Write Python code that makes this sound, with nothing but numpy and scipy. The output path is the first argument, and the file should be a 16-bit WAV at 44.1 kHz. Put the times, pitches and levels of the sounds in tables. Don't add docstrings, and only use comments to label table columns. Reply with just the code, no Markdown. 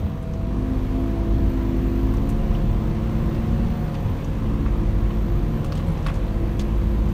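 import sys
import numpy as np
from scipy import signal
from scipy.io import wavfile
from scipy.ndimage import uniform_filter1d

SR = 44100
rng = np.random.default_rng(int(sys.argv[2]) if len(sys.argv) > 2 else 0)


def master_out(mix):
    frames = np.transpose(np.atleast_2d(mix))
    ceiling = np.clip(frames, -1, 1)
    pcm = np.round(ceiling * 32767).astype(np.int16)
    wavfile.write(sys.argv[1], SR, pcm)


def boost(x):
    u = np.asarray(x, float) / 20
    return 10 ** u


N = 314425

# t/s, firing rate f/Hz, fuel effort level/dB, oil pressure level/dB
ENGINE = [(0, 51.46, -9, -21), (.3, 50.8, -2.5, -3.5), (.6, 52.63, -1.5, -4.5), (.88, 53.16, -6.5, -5),
          (1.1, 52.27, 0.5, 0), (1.9, 52.44, -1, 1), (2.4, 55.04, 0, -1.5), (2.85, 54.39, -0.5, -2),
          (3.3, 55.98, 1.5, 0.5), (3.75, 56.33, 0.5, -1), (4.1, 55.14, -5.5, -11), (4.4, 54.4, 1, -3),
          (4.8, 53.24, -1.5, -4.5), (5.25, 53.95, -2, -2), (5.65, 55.7, -4, 1.5), (6.0, 54.97, -4.5, -12),
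          (6.4, 52.4, -4, -2.5), (7.13, 53.94, 2, -3.5)]
STRONG_ORDERS = (1, 2, 2.75, 4)
# level/dB, share of effort/(dB/dB), boom f/Hz, boom width/Hz, waver/dB
STRONG_BOOMS = [
    (-22.5, 1.13, 52.9, 2.16, 1.5),
    (-31, 0.36, 106.8, 9.2, 1.5),
    (-29.5, 0.15, 152.5, 3.8, 0.8),
    (-31, 1.05, 220.2, 30.5, 0.5),
]
# multiple of firing rate, level/dB
WEAK_ORDERS = [(1.6, -39.5), (2.5, -58), (3, -44), (3.25, -40.5), (5.4, -49.5), (7, -53.5), (8, -54),
               (9.5, -60), (13.8, -60), (18.25, -64.5), (18.75, -62.5)]
# centre t/s, length/s, depth/dB
LIFTS = [
    (0.152, .2, -8),
    (4.126, 0.37, -12),
    (5.691, 0.12, -7.5),
    (6.003, 0.24, -13),
]
PUMP_ORDERS = (6.4, 12.8, 9.74)
# level/dB, share of drive/(dB/dB), boom f/Hz, boom width/Hz, waver/dB
PUMP_BOOMS = [
    (-32, 1.4, 339, 13.6, 0.83),
    (-44, 1.11, 608, 240, 0.96),
    (-45.5, -0.075, 558, 86, 1.4),
]
# t/s, level/dB
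VALVE = [(0, -5), (.45, 3), (.7, -1.5), (.83, -13), (.97, 5), (1.5, -1.5), (2.05, -5), (2.3, 2),
         (2.9, -3.5), (3.92, 0.5), (4.12, -9), (5.3, -6), (5.55, -1), (6, -10), (6.4, -2), (7.13, -12)]
# t/s, f/Hz, level/dB
WHINE_A_ROWS = [(.2, 236.7, -48), (.6, 257.8, -31.5), (.95, 261, -28.5), (1.3, 269, -35.5),
                (1.8, 253.3, -26.5), (2.15, 266.7, -32), (2.7, 306.4, -43), (3.2, 332, -35.5),
                (3.7, 332.5, -49)]
# t/s, f/Hz, level/dB
WHINE_B_ROWS = [(4.05, 290, -55), (4.2, 276, -39.5), (4.4, 272, -36.5), (4.65, 281, -37), (4.85, 300, -42),
                (5.1, 329, -50), (5.3, 337, -36.5), (5.6, 332, -61)]
# t/s, rate f/Hz, level/dB
CLEATS = [(0, 33.75, -57), (.81, 37.5, -27.5), (1.05, 38.76, -38), (1.35, 45.8, -24), (1.9, 38.51, -46),
          (2.16, 36.3, -25.5), (2.52, 37.6, -22), (3.15, 47.65, -31.5), (3.61, 47.34, -31),
          (4.13, 42.3, -31), (4.48, 36.3, -26.5), (4.77, 38.56, -25.5), (5.15, 47.62, -23),
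          (5.44, 44.66, -25), (5.64, 43.4, -33), (5.9, 42.45, -28.5), (6.35, 37.57, -27.5),
          (7.13, 41.1, -32)]
# t/s, f/Hz, level/dB
TURBO = [(0, 13950, -65), (.22, 13200, -71), (.5, 11550, -75), (.68, 11860, -67), (1.5, 13520, -65),
         (2, 14100, -60), (2.45, 14580, -64), (3.6, 14920, -63), (3.85, 14740, -60), (4.25, 13240, -68),
         (4.5, 13130, -68), (4.9, 13510, -68), (5.25, 14060, -62), (5.57, 14120, -63), (6.05, 12470, -69),
         (6.3, 12120, -67), (6.6, 12400, -66), (7.13, 13450, -64)]
# t/s, ring f/Hz, ring level/dB, crackle level/dB, panel knock level/dB
KNOCKS = [(.0648, 3450, -56, -52, -45), (.335, 5860, -54, -53, -50), (2.137, 9910, -59, -48.5, -39),
          (2.29, 11880, -55, -43, -41), (2.549, 2880, -44, -60, -56), (3.9417, 4600, -58, -46, -43),
          (4.2447, 6025, -46.5, -56, -45), (4.661, 2329, -52, -59, -34.5), (5.105, 2799, -53, -48, -45),
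          (5.6436, 8387, -60, -42.5, -37), (5.721, 4840, -44, -41.5, -35.5), (5.796, 2350, -50, -57, -40),
          (5.884, 11280, -58, -56, -44), (6.063, 4114, -38, -39, -28), (6.0826, 3338, -41, -46, -35),
          (6.1, 2315, -52, -57, -33.5), (6.153, 6340, -55, -50, -53), (6.593, 6326, -43, -39, -43)]
# t/s, ring f/Hz, ring level/dB, crackle level/dB
TICKS = [(.224, 9910, -61, -56), (2.168, 5900, -55, -51), (2.54, 5700, -58, -58), (4.189, 2300, -49, -60),
         (3.346, 5176, -62, -50), (5.752, 8200, -54, -50), (5.751, 3200, -49, -60), (5.776, 3200, -46, -58),
         (5.774, 6575, -62, -45), (5.87, 8020, -57, -62), (5.898, 10680, -62, -58),
         (5.919, 10750, -60, -61), (5.975, 5440, -55, -56), (6.026, 5560, -57, -58),
         (6.279, 3390, -52, -57), (6.594, 3100, -37.5, -58), (6.603, 3900, -46, -54),
         (6.053, 3600, -50, -54), (6.067, 9700, -50, -47), (6.139, 8536, -58, -51), (7.086, 7554, -58, -55)]
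# t/s, length/s, level/dB, centre f/Hz
RATTLES = [
    (2.289, .026, -51.5, 7000),
    (2.545, 0.035, -54, 2870),
    (3.94, 0.026, -48, 2605),
    (4.655, 0.041, -45, 1510),
    (5.719, 0.11, -51.5, 2596),
    (6.058, 0.059, -39.5, 1720),
    (6.593, 0.041, -47, 3900),
]
# t/s, length/s, f/Hz, level/dB
THUDS = [
    (0, 0.095, 81.7, -22.5),
    (.02, 0.092, 198.5, -31.5),
    (4.0, 0.15, 107.8, -28),
    (5.85, 0.098, 168.1, -25),
]
# t/s, drone and hiss level/dB, rumble level/dB
ROAR = [(0, -2.5, -2), (.07, -3, -0.5), (.2, -5, -3), (.45, -3.5, -4), (.75, -1, -2.5), (1.05, -0.8, -6),
        (1.4, -0.7, 1), (1.75, 0, -3), (2.8, -0.2, -0.1), (3.5, .8, 1), (4.45, -0.5, -2.5),
        (4.8, -0.8, 0.4), (5.8, -.3, 0.5), (6.1, 0.8, -2.5), (6.35, -.7, 0.3), (7.13, -0.5, 0.7)]
# f/Hz, level/(dB per Hz)
CAB = [(12, -40), (20, -3), (54, -2), (151, -6), (221, -9), (270, -14.5), (341, -14.5), (394, -24.5),
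       (517, -23.5), (826, -31), (1010, -26.5), (1500, -36.5), (1950, -35), (3300, -120)]
# f/Hz, level/(dB per Hz)
HISS = [(1300, 1), (1600, 0), (2600, -4), (3300, -7), (4600, -12.5), (4950, -16.5), (6150, -15.5),
        (6600, -18), (7700, -21.5), (9200, -21), (10500, -27.5), (11300, -24), (13500, -25.5), (15700, -26)]
# from t/s, to t/s, share of frames
DROPOUTS = [
    (0, .08, .4),
    (1.5, 1.72, .2),
    (1.72, 2.15, .6),
    (2.15, 2.45, .2),
    (2.45, 3.98, .85),
    (5.13, 5.62, .75),
]


def evened(x):
    return x / np.sqrt(np.mean(x ** 2) + 1e-20)


def curves(rows):
    s, *columns = np.transpose(rows)
    return [np.interp(np.arange(N) / SR, s, c) for c in columns]


def drift(rate_hz):
    hz = np.geomspace(rate_hz / 8, rate_hz, 12)[:, None]
    t = np.arange(0, N + 200, 200) / SR
    sines = np.sin(2 * np.pi * (hz * t + rng.random(hz.shape)))
    slow = (sines / np.sqrt(hz)).sum(0)
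    return np.interp(np.arange(N) / SR, t, evened(slow))


def tone(hz, db, waver_db=0.9, waver_turns=0.015):
    turns = np.cumsum(hz * np.ones(N)) / SR + rng.random() + waver_turns * drift(14)
    return np.sqrt(2) * boost(db + waver_db * drift(12)) * np.sin(2 * np.pi * turns)


def boomed(hz, drive_db, db, share, boom_hz, width_hz, waver_db):
    detune_db = 10 * np.log10(1 + (2 * (hz - boom_hz) / width_hz) ** 2)
    return tone(hz, db + share * drive_db - detune_db, waver_db=waver_db)


def resonate(x, hz, width_hz):
    turn = np.exp(2j * np.pi * np.cumsum(hz * np.ones(len(x))) / SR)
    r = np.exp(-np.pi * width_hz / SR)
    return 2 * (turn * signal.lfilter([1 - r], [1, -r], x / turn)).real


def rung(x, hz, width_hz):
    return evened(resonate(resonate(x, hz, width_hz), hz, width_hz))


def firing_gate(fall_turns):
    turns = np.cumsum(curves(ENGINE)[0]) / SR
    cylinder_db = np.array([0., -2.5, -1.2, -3.5])
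    return boost(cylinder_db[turns.astype(int) % 4]) * np.exp(-(turns % 1) / fall_turns)


def lifted():
    t = np.arange(N) / SR
    return sum(db * np.exp(-(2 * (t - s) / length_s) ** 2) for s, length_s, db in LIFTS)


def engine():
    hz, effort_db, _ = curves(ENGINE)
    effort_db = effort_db + lifted()
    strong = sum(boomed(k * hz, effort_db, *row) for k, row in zip(STRONG_ORDERS, STRONG_BOOMS))
    weak = sum(tone(k * hz, db, waver_db=2.5) for k, db in WEAK_ORDERS)
    slack_gear = tone(14.95 * hz, -59 - 0.37 * effort_db)
    return strong + slack_gear + weak


def pumps():
    hz, _, oil_db = curves(ENGINE)
    oil_db = oil_db + 1.5 * lifted()
    drives_db = oil_db, curves(VALVE)[0], oil_db
    geared = sum(boomed(k * hz, db, *row) for k, db, row in zip(PUMP_ORDERS, drives_db, PUMP_BOOMS))
    fan = tone(468.7, -47.5, waver_db=0.0)
    return geared + fan


def tracks():
    cleat_hz, cleat_db = curves(CLEATS)
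    out = tone(cleat_hz, cleat_db, waver_db=-1.0)
    out += boomed(2 * cleat_hz, cleat_db + 27, -31.5, 0.3, 86, 9.4, waver_db=2.0)
    out += tone(cleat_hz / 2, -51, waver_db=1)
    for rows in (WHINE_A_ROWS, WHINE_B_ROWS):
        hz, db = curves(rows)
        start_s, end_s = rows[0][0], rows[-1][0]
        on = np.interp(np.arange(N) / SR, [start_s, start_s + 0.22, end_s - 0.1, end_s], [0, 1, 1, 0])
        whine = tone(hz, db, waver_db=2.0, waver_turns=0.037)
        fifth = tone(1.5 * hz, db - 14.5, waver_db=1.5)
        out += on * (whine + fifth)
    return out


def turbo():
    hz, db = curves(TURBO)
    hz = uniform_filter1d(hz, size=5000, mode="nearest")
    air = rng.standard_normal(N) * (1 + 0.6 * firing_gate(0.4))
    return boost(db + 0.79 * drift(10)) * rung(air, hz, 280)


def panel_knock(t):
    modes = ((1128, 1, 0.0045), (1380, 4.5, 0.0019), (2050, -10.0, 0.0027), (2605, -15.0, 0.0077))  # Hz, dB, s
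    return sum(boost(db) * np.sin(2 * np.pi * hz * t) * np.exp(-t / fall_s) for hz, db, fall_s in modes)


def crackle(noise, grit, hz, t):
    fall = np.exp(-t / 0.011)
    colour = signal.butter(2, [1800, min(1.01 * hz, 15000)], "band", fs=SR, output="sos")
    grains = grit * boost(3.2 * evened(uniform_filter1d(noise, size=50)))
    tail = evened(signal.sosfilt(colour, grains)) * (fall + 0.12 * fall ** 0.3)
    return tail + 0.52 * noise * np.exp(-t / 0.0055)


def ticks():
    out, t = np.zeros(N + 3000), np.arange(3000) / SR
    rows = KNOCKS + [(*row, -np.inf) for row in TICKS]
    noises = rng.standard_normal((len(rows), 2, 3000))
    rise = np.minimum(t / 0.0022, 1)
    knock = panel_knock(t)
    for (s, hz, ring_db, crackle_db, knock_db), (noise, grit) in zip(rows, noises):
        ring = rung(noise, hz, 1300) * np.exp(-t / 0.0046)
        hit = boost(knock_db + 8.5) * knock + boost(ring_db + 7.0) * ring
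        hit += boost(crackle_db + 0.2) * crackle(noise, grit, hz, t)
        at = round(s * SR)
        out[at:at + 3000] += rise * hit
    return out[:N]


def rattles():
    out = np.zeros(N)
    noises = rng.standard_normal((len(RATTLES), 2, 5000))
    for (s, length_s, db, hz), (noise, grit) in zip(RATTLES, noises):
        size = round(length_s * SR)
        grains = noise * boost(4.6 * evened(uniform_filter1d(grit, size=60)))
        clatter = rung(grains, hz, 0.94 * hz)[:size]
        out[round(s * SR):][:size] += boost(db) * clatter * np.hanning(size) ** 0.46
    for s, length_s, hz, db in THUDS:
        t = np.arange(round(length_s * SR)) / SR
        out[round(s * SR):][:len(t)] += boost(db + 3.5) * np.sin(2 * np.pi * hz * t) * np.hanning(len(t))
    return out


def roar():
    frames, hz = N // 512 + 5, np.fft.rfftfreq(2048, 1 / SR)
    a, b, patches = rng.standard_normal((frames, 1025, 3)).T
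    patches = uniform_filter1d(patches, size=14, axis=0)
    patches = evened(uniform_filter1d(patches, size=8, axis=1))
    z = (a + 1j * b) * boost(0.96 * patches)
    cab, hiss = (boost(np.interp(np.log(hz + 1), np.log(f), db))
                 for f, db in (np.transpose(CAB), np.transpose(HISS)))
    low = 1 / (1 + (hz / 330) ** 6)
    high = 1 / (1 + (1400 / (hz + 1)) ** 8)
    upper_db, rumble_db = curves(ROAR)
    bands = [(low * cab, -25 + rumble_db, -1.5, 0.1),
             ((1 - low - high) * cab, -37.5 + 0.98 * upper_db, -1.5, 0.3),
             (high * hiss, -49 + upper_db, 0.3, 0.45)]
    out, gate = 0, firing_gate(0.44)
    for colour, level_db, trim_db, knock in bands:
        band = signal.istft(z * colour[:, None], nperseg=2048, noverlap=1536)[1][:N]
        out = out + boost(level_db + trim_db) * evened(band * (1 + knock * gate))
    return out


def scene():
    return (engine() + pumps() + tracks() + turbo() + ticks() + rattles() + roar())[None]


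def band_limit(x):
    return signal.sosfilt(signal.butter(12, 15980, fs=SR, output="sos"), x)


def record(dry):
    cut = signal.sosfilt(signal.butter(4, 18, "high", fs=SR, output="sos"), dry)
    padded = np.pad(cut, ((0, 0), (0, 4096)), "reflect")
    hz, t, z = signal.stft(padded, SR, nperseg=2048, boundary="even")
    share = sum(part * ((t > start) & (t < end)) for start, end, part in DROPOUTS)
    whistle_hz = np.interp(t, *np.transpose(TURBO)[:2])
    band = np.arange(len(hz)) // 16
    chance = rng.random((len(t), 1)) * 0.6 + rng.random((len(t), band[-1] + 1)) * 0.4
    above = hz[band * 16][:, None] > whistle_hz + 300
    dropped = (chance.T[band] < share) & above
    kept = (hz[:, None] < 15760) & ~dropped
    limited = signal.istft(z * kept, SR, nperseg=2048)[1][:, :N]
    return band_limit(limited)


dry = scene()
out = record(dry)
master_out(out)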